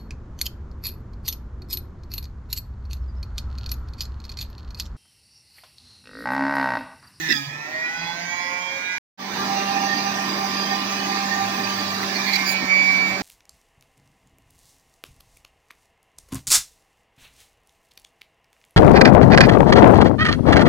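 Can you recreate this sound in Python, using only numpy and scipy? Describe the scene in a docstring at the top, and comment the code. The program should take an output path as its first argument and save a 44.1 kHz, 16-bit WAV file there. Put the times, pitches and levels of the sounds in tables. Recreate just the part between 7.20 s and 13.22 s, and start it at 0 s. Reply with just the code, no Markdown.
"""A kitchen, with an electric juicer close by. A piece of produce drags the motor down and it climbs back;
after a short silence it fades in near full speed, until new produce scrapes the grater and the disc whines.
The shaft is a stack of sines on its turning speed; air and pulp are noise coloured by resonances and dips.
Whistles and hum are narrow rolling noise bands, and each scrape is a burst of grit ringing the disc."""
import sys
import numpy as np
from scipy import signal
from scipy.io import wavfile
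from scipy.ndimage import uniform_filter1d

SR = 44100
rng = np.random.default_rng(int(sys.argv[2]) if len(sys.argv) > 2 else 0)


def output_pcm(signal):
    """Save a mono or channel-first signal as 16-bit PCM at the path in sys.argv[1].

    Samples are clipped to [-1, 1] before scaling.
    """
    pcm = np.clip(np.atleast_2d(signal).T, -1, 1) * 32767
    wavfile.write(sys.argv[1], SR, np.round(pcm).astype(np.int16))


N = 265482

# the silence: from t/s, to t/s
PAUSE = (1.7830, 1.9745)


def gain_of(db):
    """dB to amplitude."""
    return 10 ** (np.asarray(db) / 20)


def evened(x):
    """Scales to rms 1."""
    return x / np.sqrt(np.mean(x ** 2) + 1e-20)


def read(points, hz):
    """Reads a spectrum on a log frequency axis."""
    f, value = np.transpose(points)
    return np.interp(np.log(hz + 1), np.log(f + 1), value)


def columns(rows, t):
    """The columns of a curve table at times t."""
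    s, *rest = np.transpose(rows)
    return [np.interp(t, s, c) for c in rest]


def wander(t, rate_hz):
    """Slow chance of rms 1: sixteen sines of random phase, none faster than rate_hz."""
    hz = np.geomspace(rate_hz / 8, rate_hz, 16)
    sines = np.sin(2 * np.pi * (np.outer(t, hz) + rng.random(16)))
    return evened(sines @ hz ** -.3)


def resonance(hz, centre_hz, width_hz, db):
    """A bell of lift or cut in dB, down to half its dB at half a width from the centre."""
    return db / (1 + (2 * (hz - centre_hz) / width_hz) ** 2)


def partner(left, other, likeness):
    """A left-right pair whose right side shares the given likeness with the left."""
    return np.array([left, likeness * left + np.sqrt(1 - likeness ** 2) * other])


# left-right balance of the rush and the weaker multiples: f/Hz, left over right/dB
BALANCE = [(60, -2.5), (110, -4.5), (200, -4.5), (380, -3.5), (700, -4.5), (1290, -5), (2380, -6),
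           (4400, -10.5), (8120, 0), (15000, 4.5)]


def sides(x, pan_db):
    """Pans by weighting left against right while the sum of their power gains stays constant."""
    lean = gain_of(pan_db)
    return np.array([lean * x[0], x[1]]) * np.sqrt(2 / (1 + lean ** 2))


RISE_DB_PER_S, FALL_DB_PER_S = 300., 200.


def plateau(t, start, end, db, steep=1):
    """A level that rises to db, holds from start to end and falls away."""
    rise = RISE_DB_PER_S * np.maximum(start - t, 0)
    fall = FALL_DB_PER_S * np.maximum(t - end, 0)
    return db - steep * (rise + fall)


# shaft speed after the pause: t/s, turns f/Hz
SPEED = [(1.96, 193.9), (2.3, 197.2), (2.9, 197.9), (3.3, 196.3), (3.7, 197.6), (4.6, 196.3), (4.85, 195.2),
         (5.1, 196.4), (5.2, 193.4), (5.45, 190.3), (5.6, 190.6), (6.02, 191.9)]
START_HZ, SLOWEST_HZ, DRAG_S, DRAG_WIDTH_S = 162.07, 139.26, .118, 0.0256  # produce drags the shaft down
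CLIMB_S, CLIMB_TO_HZ, CLIMB_TAU_S = .245, 188.54, .69  # and it recovers, ever more slowly


def speed(t):
    """Shaft turns a second: dragged down, climbing back, then near full speed."""
    fall = 1 / (1 + np.exp(np.minimum((t - DRAG_S) / DRAG_WIDTH_S, 50)))
    drag = SLOWEST_HZ + (START_HZ - SLOWEST_HZ) * fall
    recovery = 1 - np.exp(-np.maximum(t - CLIMB_S, 0) / CLIMB_TAU_S)
    climb = (CLIMB_TO_HZ - SLOWEST_HZ) * recovery
    return np.where(t > PAUSE[0], columns(SPEED, t)[0], drag + climb)


# the rush of air and pulp, before its patches: t/s, level/dB, low roar over it/dB
RUSH = [(0, -36.5, -22), (0.07, -33, -20), (0.2, -34.5, -30), (0.3, -44, -2.5), (1.2, -41.5, -4.5),
        (1.78, -42.5, -3.5), (2.0, -32.5, -1.5), (4.7, -31.5, -4), (5.2, -29.5, -8), (5.4, -34.5, -1.5),
        (5.7, -34, -2.5), (6.01, -36, 4)]
# its relative colour while climbing: f/Hz, density/dB per Hz
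RUSH_CLIMB = [(15, -39), (25, -23), (64, -36.5), (108, -7.5), (256, -11), (451, -6.5), (911, -1),
              (1330, -8), (1890, 4.5), (2760, -11), (6050, -7), (8140, -25), (13600, -32), (14800, -28),
              (16000, -28.5)]
# its relative colour at full speed: f/Hz, density/dB per Hz
RUSH_FULL = [(15, -73), (25, -54), (145, -13.5), (195, -17), (516, -12), (796, -8.5), (887, -8.5),
             (1190, -14), (1440, -9.5), (1790, -11.5), (3160, -20), (4740, -14.5), (6050, -19),
             (8590, -36.5), (16000, -37.5)]
# resonances and dips of the rush; the 15 kHz one is the microphone's: f/Hz, width/Hz, lift or cut/dB
RUSH_BELLS = [(274, 92, 11.5), (522, 49.5, -14), (1051.7, 38, 14), (1454, 66, -16), (2477, 137, 8),
              (3490, 860, 4), (15000, 1030, 11.5)]
# how alike left and right are: f/Hz, likeness (1 is identical)
LIKENESS = [(60, 0.69), (180, 0.85), (340, 0.99), (550, 0.19), (1650, 0.076), (4970, -0.37), (15000, 0.17)]


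def rush(turns, patchy_db=4.0, throb=0.057):
    """Air and pulp: noise shaped by resonances, patchy in time, pumped once a turn in the treble."""
    frames, hz = N // 256 + 5, np.fft.rfftfreq(1024, 1 / SR)[:, None]
    t = np.arange(frames) * 256 / SR
    a, b, c, d, patches = rng.standard_normal((frames, 513, 5)).T
    patches = uniform_filter1d(patches, size=3, axis=0)
    patches = evened(uniform_filter1d(patches, size=16, axis=1))
    level_db, roar_db = columns(RUSH, t)
    late = t > PAUSE[0]
    colour = np.where(late, read(RUSH_FULL, hz), read(RUSH_CLIMB, hz))
    colour = colour + sum(resonance(hz, *bell) for bell in RUSH_BELLS)
    # the level refers to the power of this band
    band = (hz[:, 0] > 2800) & (hz[:, 0] < 6500)
    colour -= 10 * np.log10((gain_of(colour[band]) ** 2).sum(0))
    low = 1 / (1 + (hz / 1500.0) ** 2)
    # the colours already hold the mean roar, so only its movement is added
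    mean_roar = np.where(late, roar_db[late].mean(), roar_db[~late].mean())
    field = colour + level_db + low * (roar_db - mean_roar)
    field = field + patchy_db * (1 - 0.5 * low) * patches
    likeness = np.clip(read(LIKENESS, hz), -1, 1)
    spectrum = partner(a + 1j * b, c + 1j * d, likeness) * gain_of(field)
    spectrum = sides(spectrum, read(BALANCE, hz))
    noise = signal.istft(spectrum, nperseg=1024, noverlap=768)[1][:, :N]
    bass = signal.sosfiltfilt(signal.butter(2, 1500, fs=SR, output="sos"), noise)
    return bass + (noise - bass) * (1 + throb * np.cos(2 * np.pi * turns))


# narrow rolling bands at full speed, in order high whistle, mid whistle, low hum:
# f/Hz, width/Hz, level/dB, left over right/dB, left-right likeness
BANDS = [(4733, 79, -45.5, -32, 0.079), (1833, 40, -39, -48, 0.69), (105.3, 4.4, -58.5, -5.5, 0.95)]
# moments when a band stands out: band index, from t/s, to t/s, level/dB, pitch factor
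BAND_SWELLS = [(0, 2.71, 2.85, -33, .992), (0, 3.07, 3.63, -35, 1.013), (0, 3.9, 4.0, -35, .99),
               (0, 4.45, 4.68, -33, .994), (0, 4.9, 5.7, -41, .998), (1, 2.68, 2.76, -28, 1.0),
               (1, 2.58, 2.61, -33, 1.0), (1, 2.83, 2.9, -34, 1.0), (1, 3.44, 3.58, -33, 1.0),
               (1, 4.07, 4.2, -31, 1.0), (1, 2.93, 3.13, -35, 1.0), (2, 4.1, 4.85, -45, 1.0)]


def whistles_and_hum(t):
    """Narrow noise bands: each a carrier with a slowly rolling random strength and phase."""
    out = np.zeros((2, N))
    for k, (rest_hz, width, db, pan_db, likeness) in enumerate(BANDS):
        hz, db = rest_hz + 0 * t, db + 0 * t
        for index, start, end, swell_db, pitch in BAND_SWELLS:
            if round(index) == k:
                swell = plateau(t, start, end, swell_db)
                hz = np.where(swell > db, rest_hz * pitch, hz)
                db = np.maximum(db, swell)
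        a, b, c, d = rng.standard_normal((4, N))
        roll = partner(a + 1j * b, c + 1j * d, np.clip(likeness, 0, 1))
        r = np.exp(-np.pi * width / SR)
        roll = signal.lfilter([1], [1, -2 * r, r * r], roll)
        band = (roll * np.exp(2j * np.pi * np.cumsum(hz) / SR)).real
        out += sides(evened(band) * gain_of(db), pan_db)
    return out * (t > PAUSE[0])


# produce scraping the grater: peak t/s, nominal length/s, relative level/dB, disc pitch factor,
# then second, third and fourth mode, hiss and thud, each over that level/dB
SCRAPES = [(.104, 0.021, -26.5, 0.79, -2.5, -1.5, -19, -19, -0.5),
           (0.119, .022, -21.5, 0.84, -8, -11.5, -26, -20, -15),
           (0.126, .012, -28, 0.74, -3, 3.5, -16, -15, -4.5),
           (.118, .035, -31, 1.18, -24, -24.5, -32, -25, -23),
           (0.164, 0.049, -42, 0.74, 9, 10.5, -5, -4, 2.5),
           (3.759, 0.058, -38, 1.09, -20, -25, -28, -25, -25),
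           (4.833, 0.0068, -28, 0.9, -9, -11, -28, -9, -20),
           (4.968, 0.036, -35.5, 0.93, 5.5, -23, -34, -16, -14),
           (5.087, 0.034, -28.5, 0.93, -1, -26, -41, -14, -16),
           (5.136, 0.0072, -21, 0.96, 0, -18, -35, -15, -25),
           (5.1426, 0.0052, -21, 0.93, -12, -18, -37, -15, -23),
           (5.15, 0.035, -36, 0.858, 8, -9, -26, -17, -23), (5.152, .025, -43, 1.13, 10, -9, -26, -17, -23),
           (5.154, 0.027, -37.5, 0.99, 9.5, -9, -28, -17, -23),
           (5.16, .008, -24, 1.014, -5, -16, -35, -11, -26),
           (5.193, 0.052, -30.5, 1.03, -15, -32, -40, -23, -12),
           (5.284, 0.033, -32.5, 1.01, 7, -4.5, -25, -4, -18),
           (5.319, 0.042, -35.5, 1.02, -6, -3, -7, 0, -20),
           (5.429, 0.031, -33.5, 0.95, -25, -33, -36, -22, 4.5)]
# what a scrape rings, in order four disc modes, hiss, thud: f/Hz, width/Hz
DISC = [(2260, 163), (4694, 250), (6670, 290), (8850, 340), (15600, 3700), (260, 100)]


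def scrapes(turns, teeth=0.23, snap_db=2.0, pan_db=-9.5, low_pan_db=3.5):
    """Produce on the grater: bursts of grit ring the disc modes, which beat with the turning."""
    out = np.zeros((2, N))
    for s, length, db, pitch, *shares in SCRAPES:
        start = max(round((s - length) * SR), 0)
        t = np.arange(start, round((s + 3 * length) * SR)) / SR - s
        span, loop = slice(start, start + len(t)), np.arange(len(t)) % 9000
        reach = np.where(t < 0, 0.78 * length, 0.58 * length)
        shape = np.exp(-np.abs(t / reach) ** 3)
        grit = rng.standard_normal((2, 9000))[:, loop]
        grit[1] = 0.57 * grit[0] + 1.45 * grit[1]
        snaps = np.repeat(np.minimum(rng.exponential(1, 300), 3), 30)[loop]  # a few fibres snap loudly
        grit = evened(grit * gain_of(snap_db * snaps))
        beat = 1 + teeth * np.cos(2 * np.pi * turns[span])  # the disc catches once a turn
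        for (hz, width), share_db in zip(DISC, [0] + shares):
            is_mode = 1000 < hz < 10000
            hz = hz * (pitch if is_mode else 1)
            edges = [hz - width / 2, min(hz + width / 2, SR / 2.1)]
            ring = signal.butter(2, edges, "band", fs=SR, output="sos")
            part = evened(signal.sosfilt(ring, grit * shape) * beat)
            part = part * np.sqrt(np.mean(shape ** 2)) * gain_of(db + share_db + 1.0)
            out[:, span] += sides(part, pan_db if is_mode else low_pan_db)
    return out


LOADED_S = 5.2  # produce begins to load the shaft


def loading(t):
    """How far the levels have moved from running free (0) to loaded (1)."""
    return np.clip((t - LOADED_S) / 0.078, 0, 1)


# the strongest multiples: order of the shaft speed
LEAD_ORDERS = [1, 4, 6, 9, 12, 13]
# their base settings, one row an order: level climbing/dB, running free/dB, loaded/dB,
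# left over right climbing/dB, at full speed/dB, left phase lead/rad, flutter/dB, flutter in a swell/dB
LEADS = [(-57, -34.5, -36, -2.5, -3, 0.27, -0.2, 5.5), (-59, -39, -42, -15.5, -10.5, -1.46, 2.5, 3.4),
         (-55.5, -43.5, -44.5, -10, 1.5, -1.67, 5, 1.93), (-48.5, -45, -47, -6, -39, 1, 3.5, 2.1),
         (-42, -43.5, -46, -1.5, -12, 1.82, 2.5, -0.24), (-47, -56, -45, -14, -19, 4, 4.5, -1.5)]


def lead_lines(t):
    """The strongest multiples, each with its own pan, phase lead and flutter."""
    late, loaded, lines = t > PAUSE[0], loading(t), []
    for k, row in zip(LEAD_ORDERS, LEADS):
        climb, free, load, pan_climb, pan_full, lead, flutter_db, swell_db = row
        db = np.where(late, free + loaded * (load - free), climb)
        db = db + flutter_db * wander(t, 30.0)
        lines.append((k, db, swell_db, np.where(late, pan_full, pan_climb), lead))
    return lines


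MINOR_ORDERS = [k for k in range(2, 39) if k not in LEAD_ORDERS]
# the weaker multiples' base levels, one row an order: climbing/dB, running free/dB, loaded/dB
MINOR = [(-70, -48, -55), (-57, -51.5, -46), (-49, -49, -69), (-61, -67, -45.5), (-51.5, -52, -49),
         (-68, -62, -45), (-50, -50, -47), (-70, -53, -49.5), (-53, -55, -55), (-56, -73, -58),
         (-63.5, -73, -63), (-56.5, -53.5, -51), (-63, -61, -60), (-66.5, -50.5, -54), (-60.5, -54, -50),
         (-68, -68, -59), (-60, -69, -45), (-61, -55, -45), (-60, -47, -50), (-65, -75, -59),
         (-59, -76, -59), (-59, -62, -64), (-64, -57, -54), (-58, -52, -51.5), (-65.5, -52.5, -68),
         (-69, -59, -67), (-60, -67, -62), (-57.5, -63, -52), (-58.5, -79, -53), (-64.5, -77, -56),
         (-61, -83, -54.5), (-53.5, -89, -65)]
# resonances that lift the weaker multiples as they climb through: f/Hz, width/Hz, lift/dB
RINGS = [(1450, 130, 1.5), (1890, 160, 1), (2360, 320, 15), (3357, 120, 12), (4040, 41, 12.5),
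         (4770, 155, 11.5), (6370, 460, 6)]


def minor_lines(t, waver_db, swell_waver_db, sag_db):
    """The weaker multiples, lifted by resonances in the climb and wavering in level and pan."""
    late, loaded, turn_hz, lines = t > PAUSE[0], loading(t), speed(t), []
    sag = sag_db * np.clip(165 - turn_hz, 0, None)  # the weaker multiples are quieter while the shaft is slow
    for k, (climb, free, load) in zip(MINOR_ORDERS, MINOR):
        lift = sum(resonance(k * turn_hz, *ring) for ring in RINGS)
        db = np.where(late, free + loaded * (load - free), climb + lift - sag)
        waver = np.minimum(wander(t, 14.0), .7)
        db = db + waver_db * np.where(late, 1, .4) * waver
        pan_db = read(BALANCE, k * turn_hz) - 3.0 + 2.2 * wander(t, 3.32)
        lines.append((k, db, swell_waver_db, pan_db, 0.283 * k * rng.standard_normal()))
    return lines


# moments when a multiple stands out: order, from t/s, to t/s, level before flutter/dB
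SWELLS = [(1, -.05, .09, -37), (2, -.05, .07, -41), (11, -.05, .08, -35), (12, -.05, .06, -36),
          (11, .055, .08, -30), (12, .08, .15, -28), (13, .105, .13, -27), (23, -.05, .05, -46),
          (36, -.05, .04, -46), (2, .168, .18, -35), (17, .15, .25, -39), (24, .15, .26, -42),
          (35, .17, .22, -42), (34, .26, .29, -46), (1, .24, .35, -38.5), (17, .31, .42, -42),
          (12, .36, .9, -36.5), (6, .37, .47, -47), (13, .44, .55, -39), (4, .49, .63, -42.5),
          (12, .56, .7, -27.5), (15, .56, .84, -38), (9, .66, 1.1, -37.5), (5, .72, 1.0, -39.5),
          (20, .79, .9, -40), (24, .79, .94, -41), (1, .8, 1.06, -46), (13, .86, 1.05, -39),
          (4, .98, 1.14, -40), (11, 1.08, 1.36, -35.5), (35, 1.0, 1.42, -46), (30, .73, .77, -45),
          (29, .8, .86, -44), (28, 1.0, 1.1, -47), (37, 1.07, 1.15, -45), (38, 1.0, 1.16, -48),
          (28, 1.2, 1.25, -44), (30, 1.23, 1.31, -45), (28, 1.4, 1.48, -44), (32, 1.66, 1.78, -47),
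          (13, 1.1, 1.8, -30.5), (5, 1.14, 1.46, -38), (6, 1.14, 1.42, -38), (3, 1.25, 1.58, -45),
          (12, 1.22, 1.32, -34), (4, 1.34, 1.41, -41), (8, 1.3, 1.58, -45), (18, 1.42, 1.53, -40),
          (9, 1.56, 1.8, -37.5), (12, 1.5, 1.8, -36), (8, 1.62, 1.8, -38), (11, 1.6, 1.8, -39),
          (21, 1.64, 1.74, -45), (19, 1.12, 1.26, -45), (6, 2.2, 4.82, -34.5), (14, 2.37, 2.64, -40),
          (14, 2.78, 2.94, -44), (4, 2.31, 2.43, -26), (4, 2.45, 2.52, -29), (4, 2.55, 2.66, -25),
          (4, 2.71, 2.73, -28), (4, 2.78, 2.89, -29), (30, 2.2, 2.28, -44), (30, 2.37, 2.49, -39),
          (30, 2.58, 2.7, -39), (30, 2.88, 2.98, -41), (30, 3.05, 3.45, -45), (4, 2.99, 3.04, -33),
          (4, 3.09, 3.33, -35), (4, 3.4, 3.44, -35), (4, 3.52, 3.59, -31.5), (4, 3.71, 3.75, -33),
          (32, 3.7, 4.3, -46), (13, 3.7, 3.82, -38), (15, 3.78, 3.88, -42), (4, 3.9, 4.05, -30),
          (4, 4.13, 4.255, -27), (4, 4.38, 4.44, -34), (9, 4.05, 4.2, -39), (12, 4.94, 5.06, -33),
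          (25, 5.02, 5.055, -37), (12, 5.065, 5.22, -29), (11, 5.14, 5.22, -28), (8, 5.19, 5.27, -35),
          (9, 5.2, 5.27, -37), (12, 5.305, 5.37, -24), (13, 5.3, 5.36, -30), (35, 5.29, 5.36, -42),
          (11, 5.48, 5.72, -33.5), (13, 5.51, 5.63, -31), (24, 5.53, 5.61, -36), (25, 5.55, 5.72, -40),
          (11, 5.72, 5.96, -38), (12, 5.26, 5.5, -30), (12, 5.87, 5.955, -26)]
# the loaded disc whines: order, from t/s, to t/s, level at the start before flutter/dB, decay/dB per s
WHINE = (12, 5.52, 5.87, -14.5, 14.0)
GLIDE_SHARE = 0.69  # of the swell slopes, while the shaft climbs


def swollen(t, k, db, flutter):
    """Lifts one multiple to its swells, and to the whine if it is the whining order."""
    for order, *swell in SWELLS:
        if order == k:
            gliding = CLIMB_S < swell[0] < PAUSE[0]  # a climbing order slides gently through a resonance
            db = np.maximum(db, plateau(t, *swell, GLIDE_SHARE if gliding else 1) + flutter)
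    order, start, end, whine_db, decay = WHINE
    if k == order:
        whine = plateau(t, start, end, whine_db) - decay * np.abs(t - start)
        db = np.maximum(db, whine + flutter)
    return db


def orders(turns, t, waver_db=8.0, swell_waver_db=3.0, blur=0.052, sag_db=0.5, rough=0.37, rough_hz=69.8):
    """The shaft's song: sines on its speed, wavering in level and phase, each with its own left-right phase."""
    slow, out = t[::64], np.zeros((2, N))
    late, loaded = slow > PAUSE[0], loading(slow)
    for k, db, flutter_db, pan_db, lead in lead_lines(slow) + minor_lines(slow, waver_db, swell_waver_db, sag_db):
        db = swollen(slow, k, db, flutter_db * wander(slow, 24.0))
        level = sides([gain_of(db)] * 2, pan_db)
        # rattle spreads side tones, less on the steady orders, in the climb and under load
        steady = k in (1, 4, 6)
        rattle = rough * np.where(steady | (loaded > 0), .3, np.where(late, 1, .3))
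        shake = 1 + rattle * (wander(slow, rough_hz) + 1j * wander(slow, rough_hz))
        # shaft jitter grows with order
        jitter = blur * k * np.where(late, 1, .4) * wander(slow, 14.0)
        level = level * shake * np.exp(1j * jitter)
        spin = np.sqrt(2) * np.exp(2j * np.pi * k * turns)
        for c in range(2):
            phased = level[c] * np.exp(1j * (1 - c) * lead)
            out[c] += (np.interp(t, slow, phased) * spin).imag
    return out


def scene():
    """The rush, whistles and hum, with the scrapes and orders that follow the shaft."""
    t = np.arange(N) / SR
    turns = np.cumsum(speed(t)) / SR
    return rush(turns) + whistles_and_hum(t) + scrapes(turns) + orders(turns, t)


FADE_S, FADE_FROM_DB, FADE_RISE_S = 0.029, -9, 0.22  # after the pause the sound comes back low and swells
EDGE_HZ = 15900


def record(dry):
    """The microphone drops the deep bass; a hard stop, silence, a fade-in; then the band limit."""
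    t = np.arange(N) / SR
    heard = signal.sosfilt(signal.butter(2, 50, "high", fs=SR, output="sos"), dry)
    since = t - PAUSE[1]
    swell = gain_of(FADE_FROM_DB * np.clip(1 - since / FADE_RISE_S, 0, 1))
    gate = np.where(t < PAUSE[0], 1, np.clip(since / FADE_S, 0, 1) * swell)
    band_limit = signal.firwin(511, EDGE_HZ, window=("kaiser", 9), fs=SR)
    return signal.oaconvolve(heard * gate, band_limit[None], "same")


dry = scene()
out = record(dry)
output_pcm(out)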